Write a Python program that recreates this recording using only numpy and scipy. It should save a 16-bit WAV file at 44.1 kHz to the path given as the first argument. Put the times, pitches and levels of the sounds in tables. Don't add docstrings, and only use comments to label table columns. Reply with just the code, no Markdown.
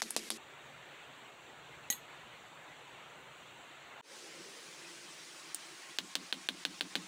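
import sys
import numpy as np
from scipy import signal
from scipy.fft import rfft, irfft
from scipy.io import wavfile
from scipy.ndimage import uniform_filter1d

SR = 44100
rng = np.random.default_rng(int(sys.argv[2]) if len(sys.argv) > 2 else 0)


def nominal_scale(level):
    x = np.asarray(level, float) / 20
    return 10 ** x


def bounce(signal):
    frames = np.transpose(np.atleast_2d(signal))
    limited = np.clip(frames, -1, 1)
    pcm = np.round(limited * 32767).astype(np.int16)
    wavfile.write(sys.argv[1], SR, pcm)


N = 311787
HALF = SR // 2
TO_MIDDLE_S, FROM_MIDDLE_S, TO_LAST_S = 0.374, 4.0125, 4.019


def curve(table, size):
    hz, db = np.transpose(table)
    bins_hz = np.arange(size // 2 + 1) * SR / size
    return nominal_scale(np.interp(np.log(bins_hz + 1), np.log(hz), db, right=-75))


# pitch in Hz, share of the sweep time.
BENDING = [(1000, 0.55), (2000, 0.38), (4500, 0.81), (5600, 0.34)]


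def colour(table, sweep_s=0., size=2048):
    cepstrum = irfft(np.log(curve(table, size)))
    cepstrum[1:size // 2] *= 2
    cepstrum[size // 2 + 1:] = 0
    lag_s = sweep_s * np.interp(np.arange(size // 2 + 1) * SR / size, *np.transpose(BENDING))
    phase = 2 * np.pi * np.cumsum(lag_s) * SR / size
    knock = irfft(np.exp(rfft(cepstrum) - 1j * phase))[:size // 2]
    return knock / np.sqrt(np.sum(knock ** 2))


def fade(t60):
    return np.exp(-np.log(1000) * np.arange(HALF) / SR / t60)


def ring(modes):
    t = np.arange(HALF) / SR
    return sum(nominal_scale(db) * fade(t60) * np.sin(2 * np.pi * hz * t) for hz, db, t60 in modes)


def add(out, s, x):
    i = int(s * SR)
    out[i:i + len(x)] += x[:N - i]


def patches(shape, bins, frames):
    field = uniform_filter1d(rng.standard_normal(shape), bins, axis=0)
    field = uniform_filter1d(field, frames, axis=1)
    return field / field.std()


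def hiss(table, size=2048):
    overlap = size * 3 // 4
    wave = signal.stft(rng.standard_normal(N), nperseg=size, noverlap=overlap)[2]
    eddies_db = 2.3 * patches(wave.shape, bins=7, frames=2)
    flicker_db = 0.65 * patches(wave.shape, bins=80, frames=12)
    swell_db = 0.35 * patches(wave.shape, bins=600, frames=45)
    wave = wave * curve(table, size)[:, None] * nominal_scale(eddies_db + flicker_db + swell_db)
    out = signal.istft(wave, nperseg=size, noverlap=overlap)[1][:N]
    return out / out.std()


# pitch in Hz, level in dB per Hz.
FIRST_AIR = [(40, -21), (130, -36), (220, 1), (441, -4.5), (820, -12), (2060, -3.5), (5000, -7),
             (9180, -10.5), (13000, -19), (15700, -33), (16100, -65)]


def first_air():
    return nominal_scale(-49) * hiss(FIRST_AIR)


# pitch in Hz, level in dB, t60 in seconds, build-up in seconds.
GROUND = [(-171.5, -15.5, 0.34, 0.05), (185, -13.5, 0.41, 0.05), (202, -19, 0.13, 0.035),
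          (346, -10, 0.15, .16)]
# pitch in Hz, level in dB per Hz.
SHED = [(40, -21), (120, -17.5), (180, -3), (300, -1), (450, -15), (700, -35)]


def thud(modes, shed_db):
    changes = rng.standard_normal((len(modes), 2)) * [0.003, 0.7]
    scattered = rng.standard_normal(HALF) * fade(0.33) * (1 - fade(0.011))
    out = nominal_scale(shed_db) * signal.fftconvolve(scattered, colour(SHED))[:HALF]
    for (hz, db, t60, rise_s), (detune, change_db) in zip(modes, changes):
        out += ring([(hz * (1 + detune), db + change_db, t60)]) * (1 - fade(rise_s)) ** 2
    return out


def blow(out, row, shake, crack, rattle, rattle_t60, ground=GROUND, ringing=0, ring_db=0.,
         scatter_db=-44., sweep_s=0., boom_db=None, lift_s=0.006, shed_db=-7.5):
    s, peak_db, dip_db, bright_db = row
    rattle_db, thud_db = shake
    skid, loose = rng.standard_normal((2, HALF))
    contact = nominal_scale(scatter_db) * np.diff(skid, prepend=0) * fade(0.008)
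    contact[8] = 1
    edge = [(hz, db + bright_db * np.clip(2 * np.log2(hz / 4200), 0, 1)) for hz, db in crack]
    x = signal.fftconvolve(contact, colour(edge, sweep_s))[:HALF]
    x = 3 * x / np.sqrt(np.sum(x ** 2))
    echoes = 0 if boom_db is None else surroundings(x, boom_db)
    x += nominal_scale(ring_db) * ringing + echoes
    x *= nominal_scale(peak_db + dip_db + 6)
    touches_db = 2.5 * uniform_filter1d(rng.standard_normal(HALF), 60) * np.sqrt(60)
    loose = loose * nominal_scale(touches_db) * fade(rattle_t60) * (1 - fade(lift_s)) ** 2
    x += nominal_scale(rattle_db) * signal.fftconvolve(loose, colour(rattle))[:HALF]
    travel_s = 0.001205
    add(out, s + travel_s, x + nominal_scale(thud_db) * thud(ground, shed_db))


# start in seconds, peak in dB, gain dip in dB, extra treble in dB.
COLD_BLOWS = [
    (0.0179, -21.5, 14, -2),
    (0.163, -18.5, 10, 6),
    (0.302, -22.5, 14, -1),
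]
# pitch in Hz, level in dB per Hz.
COLD_CRACKS = [
    [(120, -36), (230, -12), (400, -24), (715, 2), (1300, -2), (2100, 3.5), (2800, -20), (3630, -3.5),
     (4620, -6), (6090, 1.5), (7320, -11), (10800, -10), (14800, -33), (16500, -51.5)],
    [(120, -31), (200, 1), (702, 4.5), (1470, -6.5), (1900, 3), (2200, -7), (2560, 6.5), (3020, -14),
     (3770, -2), (6930, -17), (8330, -6.5), (9840, -20), (12300, -25), (16500, -47)],
    [(120, -47), (200, -12), (628, -4.5), (2700, -5), (3630, 2), (4700, -7), (6090, -12), (7600, -10),
     (10000, 3), (11200, -2), (14200, -31), (16500, -50)],
]
# pitch in Hz, level in dB per Hz.
COLD_RATTLE = [(240, -35), (400, -3.5), (648, -4), (1730, -12), (2020, -10), (2470, -8), (3120, -4),
               (4900, -0.5), (11500, -11), (15700, -30), (16500, -39.5)]
# pitch in Hz, level in dB, t60 in seconds, build-up in seconds.
COLD_GROUND = [(223.3, -8, 0.33, .05), (222.5, -1, 0.087, 0.021), (328, -2, 0.16, 0.056),
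               (355, -6.5, 0.25, 0.1), (415, -8, 0.24, .1), (517, -14, 0.19, .04)]
COLD_SCATTER_DB = (-19, -14, -19)
COLD_THUD_DB = (0.5, 0.5, 3)
# start in seconds, peak in dB, gain dip in dB, extra treble in dB.
TICKS = [
    (0.1033, -39, 5, 0),
    (.1055, -22, 0, 0),
    (.1068, -29, 0, 0),
    (5.5443, -29, 4, 0),
    (5.545, -25, 0, 0),
    (5.5456, -25, 0, 0),
]
# pitch in Hz, level in dB per Hz.
TICK_CRACKS = [
    [(300, -30), (650, -11.5), (3000, -19), (6200, -14), (7400, -10), (9300, 1), (11500, -6), (13000, -22),
     (16500, -24)],
    [(180, -43), (300, 3.5), (2360, -11), (2930, -10), (5020, -1), (6450, -4), (7630, 7), (9490, 14),
     (11000, -38), (15200, 5), (16500, -33)],
]


def cold_blade():
    out = np.zeros(N)
    for row, crack, scatter_db, thud_db in zip(COLD_BLOWS, COLD_CRACKS, COLD_SCATTER_DB, COLD_THUD_DB):
        blow(out, row, (-21, -37.5 + thud_db), crack, COLD_RATTLE, rattle_t60=0.081, ground=COLD_GROUND,
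             scatter_db=scatter_db, sweep_s=0.00063, shed_db=-13.5)
    for row in TICKS[:3]:
        blow(out, row, (-40.5, -72), TICK_CRACKS[0], TICK_CRACKS[0], rattle_t60=0.065)
    return out


# pitch in Hz, level in dB per Hz.
MIDDLE_AIR = [(25, -40), (131, -15), (296, -5), (600, -2), (927, -1.5), (2850, -5), (3200, -8.5),
              (3600, -8), (4450, -17), (4850, -25), (5270, -29), (5750, -21.5), (6050, -21.5), (7600, -16),
              (9300, -29.5), (12000, -34), (15000, -31.5), (15700, -30), (16000, -68)]
# pitch in Hz, level in dB per Hz.
RUMBLES = [
    [(25, -69), (60, 0), (100, -10), (140, 9.5), (190, -10), (260, -38.5)],
    [(60, -31), (110, -30), (180, -10.5), (300, -3.5), (430, 0.5), (560, -2), (700, -19)],
]
# time in seconds, swell in dB.
DRAUGHT = [(.4, 3.5), (.9, 4.5), (1.3, 0.5), (1.8, 6), (2.9, 3), (3.3, 5.5), (4.0, -1.5)]


def middle_air():
    draught_db = np.interp(np.arange(N) / SR, *np.transpose(DRAUGHT))
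    hiss_share = 0.11
    blower = nominal_scale(-54 + hiss_share * draught_db) * hiss(MIDDLE_AIR)
    rumble = nominal_scale(-73 + draught_db) * hiss(RUMBLES[0])
    return blower + rumble


HAMMER_HZ = (1951, 3085, 3924, 4170, 5915, 6552, 6580, 7035, 7840, 9476, 12782, -12850, 829, 15120)
# level in dB, t60 in seconds.
HAMMER = [(-14, 0.2), (-8, 0.034), (-11.5, 0.06), (-13, 0.049), (-15, 0.06), (-0.5, 0.057), (-13.5, 0.17),
          (-11, .03), (-24, 0.15), (-10.5, 0.1), (-16, 0.17), (-11, 0.13), (-23, 0.091), (-12, 0.079)]


def head():
    rest = int(0.034 * SR)
    choke = np.roll(fade(0.045), rest)
    choke[:rest] = 1
    out = np.zeros(HALF)
    for hz, (db, t60) in zip(HAMMER_HZ, HAMMER):
        choked = abs(hz) < 6000
        out += ring([(hz, db, t60)]) * (choke if choked else 1)
    return out


# start in seconds, peak in dB, gain dip in dB, extra treble in dB.
DROP = [
    (1.9006, -26, 3.9, 0),
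    (1.9246, -34, 1.1, 0),
]
# pitch in Hz, level in dB per Hz.
DROP_CRACKS = [
    [(59, -18), (250, -4), (600, -18), (830, -14), (1410, -53), (2000, -4), (3000, -6), (5210, -20),
     (6100, -17), (6730, -3), (8330, -6), (9470, -27), (10300, -34), (11240, -14), (12200, -42),
     (14200, -18), (16500, -32)],
    [(590, -50), (1000, -29), (1930, -14), (2510, 3), (4030, 1), (5280, -21), (6000, -14), (7800, -47),
     (13200, -120)],
]
# pitch in Hz, level in dB per Hz.
DROP_RATTLE = [(590, -47), (830, -21), (1400, -30), (2600, -18), (4040, -4), (4700, -17), (5350, -31),
               (6000, -14), (6610, -5), (7900, -8), (11900, -14), (13200, -15), (15600, -16),
               (16500, -51.5)]
# pitch in Hz, level in dB, t60 in seconds.
BOUNCE_RING = [(2870, -2, .025), (4040, -10, 0.059), (4170, -15, .04), (6578, -5, 0.043), (7600, -9, .06),
               (12850, -9, 0.044)]


def dropped_hammer():
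    out = np.zeros(N)
    blow(out, DROP[0], (-35, -52), DROP_CRACKS[0], DROP_RATTLE, rattle_t60=0.15,
         ringing=head(), ring_db=-5)
    blow(out, DROP[1], (-42, -72), DROP_CRACKS[1], DROP_CRACKS[1], rattle_t60=0.043,
         ringing=ring(BOUNCE_RING), ring_db=-4)
    return out


# pitch in Hz, level in dB per Hz.
LAST_AIR = [(25, -51), (97, -20.5), (214, -15), (339, -19), (651, -6), (1150, -5.5), (2300, -3.5),
            (6380, -7), (9500, -12.5), (11000, -20), (12500, -30.5), (15200, -21), (16200, -38),
            (16450, -63)]
# time in seconds, level in dB.
SETTLING = [(4.02, -56), (4.12, -61), (4.35, -60), (4.6, -62), (5.0, -67.5), (5.4, -69.5), (5.9, -71),
            (7.07, -75)]


def last_air():
    settling_db = np.interp(np.arange(N) / SR, *np.transpose(SETTLING))
    return nominal_scale(-52) * hiss(LAST_AIR) + nominal_scale(settling_db) * hiss(RUMBLES[1])


def whine():
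    t = np.arange(N) / SR
    whine_hz, width_hz = 1074, 30
    idle_db, open_db = -75, -67
    peak = signal.iirpeak(whine_hz, whine_hz / width_hz, fs=SR)
    wavering = signal.lfilter(*peak, rng.standard_normal(N))
    steady = np.sqrt(2) * np.sin(2 * np.pi * whine_hz * t)
    opened = np.clip((t - 4.92) / 0.4, 0, 1)
    tone = 0.5 * steady + 0.79 * wavering / wavering.std()
    return nominal_scale(idle_db + (open_db - idle_db) * opened) * tone


# pitch in Hz, level in dB per Hz.
FLUE = [(110, -40), (155, -3), (200, -17), (285, -17), (335, 1.5), (400, -10.5), (480, -35)]
# time in seconds, level in dB.
FLUE_DRAW = [(4.05, -75), (4.3, -63.5), (4.8, -63), (5.3, -65), (5.55, -69.5), (5.7, -64), (5.9, -71),
             (7.07, -67.5)]


def flue():
    draw_db = np.interp(np.arange(N) / SR, *np.transpose(FLUE_DRAW))
    puffs_db = 3.5 * patches((1, N), bins=1, frames=2600)[0]
    return nominal_scale(draw_db + puffs_db) * hiss(FLUE)


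def landed(crack, dead_hz, depth_db, glint_db, boom_db):
    hz = np.geomspace(crack[0][0], crack[-1][0], num=80)
    crack_hz, crack_db = np.transpose(crack)
    db = np.interp(np.log(hz), np.log(crack_hz), crack_db)
    dead_width_octaves = 0.26
    db += depth_db * np.exp(-(np.log2(hz / dead_hz) / dead_width_octaves) ** 2)
    db += glint_db * (hz > 10000)
    db += 0.62 * boom_db * (hz < 2400)
    return list(zip(hz, db))


def taps(echoes):
    ms, db = np.transpose(echoes)
    out = np.zeros(HALF)
    out[(ms * SR / 1000).astype(int)] = nominal_scale(db)
    return out


# delay in ms, level in dB.
NEAR_ECHOES = [(1.2, -18.0), (1.95, -20.4), (2.54, -26.7), (2.9, -27.4), (3.36, -25.0), (3.88, -20.9),
               (4.2, -27.4), (4.83, -26.6), (5.26, -20.3), (5.87, -19.7), (6.19, -22.4), (7.17, -20.8),
               (7.62, -27.0), (8.05, -26.9), (8.57, -20.8), (9.91, -32.2), (10.41, -29.2), (10.98, -29.2),
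               (11.36, -29.7), (11.79, -28.7), (12.2, -27.0), (12.86, -28.9), (13.17, -29.3),
               (14.13, -27.0), (14.49, -31.2), (17.85, -32.2)]
# delay in ms, level in dB.
BOOM_ECHOES = [(3.1, -31.0), (5.7, -35.0), (7.0, -39.2), (9.6, -40.4), (12.1, -35.2), (16.1, -31.9),
               (19.6, -36.7), (27.1, -41.5), (31.4, -41.5), (36.8, -46.2), (42.5, -38.7), (46.7, -48.4),
               (53.3, -39.6), (57.0, -47.3), (59.8, -46.1), (62.8, -43.9), (65.5, -43.0), (71.1, -46.1),
               (81.5, -49.9), (90.9, -47.3)]


def surroundings(crack, boom_db):
    band = signal.butter(2, (470, 15000), "band", fs=SR, output="sos")
    near = nominal_scale(-2) * signal.fftconvolve(taps(NEAR_ECHOES), signal.sosfilt(band, crack))
    boom = signal.fftconvolve(taps(BOOM_ECHOES), ring([(275, boom_db, 0.024)]))
    floor = signal.butter(4, 191, "high", fs=SR, output="sos")
    return (near + signal.sosfilt(floor, boom))[:HALF]


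# pitch in Hz, level in dB per Hz.
TICK_RATTLE = [(1760, -53), (3000, -6), (4940, -15), (6720, -6), (8140, -2), (9730, -11), (11900, -27),
               (15400, -11), (16500, -35.5)]
# pitch in Hz, level in dB, t60 in seconds.
BLADE = [(8000, -4, .042), (8900, -15, .052), (8800, -23, .052), (9340, -8, 0.076), (13650, -20, .06),
         (14990, -21, .06)]
# start in seconds, peak in dB, gain dip in dB, extra treble in dB.
HOT_BLOWS = [
    (5.985, -20, 9.4, -0.5),
    (6.1525, -19.5, 9.2, 3),
    (6.3247, -20, 8.3, -7),
    (6.4867, -19, 9.8, -6),
    (6.65, -19.5, 9.9, -0.5),
    (6.808, -20, 10.3, -2.5),
    (6.953, -20, 5, -3.5),
]
# dead pitch in Hz, its depth in dB, top glint in dB, boom in dB.
HOT_PLACES = [
    (10500, -14, 2, -2.5),
    (12500, -5, 2, -2.5),
    (6840, -6, -3, -3),
    (5000, -7, 5, -1.5),
    (7800, -5, -5, -2),
    (6220, -14, 0, -0.5),
    (6000, -3, 2, 4.5),
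]
# pitch in Hz, level in dB per Hz.
HOT_CRACK = [(140, -37), (230, -21), (340, -1), (542, -8), (800, -6), (1180, -10.5), (1610, 2.5),
             (2130, -5.5), (2650, 1.5), (3430, 4), (4290, 2.5), (4800, -3), (6680, -11.5), (7600, -10.5),
             (10200, -14), (12300, -41), (15300, -13), (16500, -40)]
# pitch in Hz, level in dB per Hz.
HOT_RATTLE = [(240, -45), (400, -2.5), (1930, -4), (3220, 1), (3530, 3), (4260, -0.5), (4680, -8),
              (10300, -14), (12300, -26), (15300, -17), (16500, -42)]


def hot_steel():
    out = np.zeros(N)
    for row in TICKS[3:]:
        blow(out, row, (-43.5, -61), TICK_CRACKS[1], TICK_RATTLE, rattle_t60=0.082,
             ringing=ring(BLADE), ring_db=-17)
    for row, place in zip(HOT_BLOWS, HOT_PLACES):
        boom_db = place[3]
        blow(out, row, (-29.5, -37.5 + boom_db / 2), landed(HOT_CRACK, *place), HOT_RATTLE, rattle_t60=0.081,
             scatter_db=-27, sweep_s=0.00063, boom_db=boom_db, lift_s=0.013, shed_db=-12)
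    return out


def scene():
    t = np.arange(N) / SR
    first = cold_blade() + first_air()
    middle = dropped_hammer() + middle_air()
    last = hot_steel() + last_air() + whine() + flue()
    fade_in_s = 0.12
    last *= np.clip((t - TO_LAST_S) / fade_in_s, 0.004, 1) ** 0.97
    mono = np.where(t < TO_MIDDLE_S, first, np.where(t < FROM_MIDDLE_S, middle, last))
    return np.tile(mono, (2, 1))


def low_pass(x):
    return signal.sosfilt(signal.butter(12, 16880, fs=SR, output="sos"), x)


def record(dry):
    t, gain_db = np.arange(N) / SR, np.zeros(N)
    ahead_s, fall_s, recover_s = 0.009, 0.00066, 0.036
    for s, _, dip_db, _ in [*COLD_BLOWS, *HOT_BLOWS, *TICKS, *DROP]:
        fall = 1 - np.exp(-np.clip(t - s + ahead_s, 0, None) / fall_s)
        recovery = np.exp(-(np.clip(t - s, 0, None) / recover_s) ** 1.8)
        gain_db -= dip_db * fall * recovery
    ceiling = 0.3
    held = ceiling * np.tanh(dry * nominal_scale(gain_db) / ceiling)
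    top_cut = signal.ellip(8, 0.2, 70, 16600, fs=SR, output="sos")
    return low_pass(signal.sosfilt(top_cut, held))


dry = scene()
out = record(dry)
bounce(out)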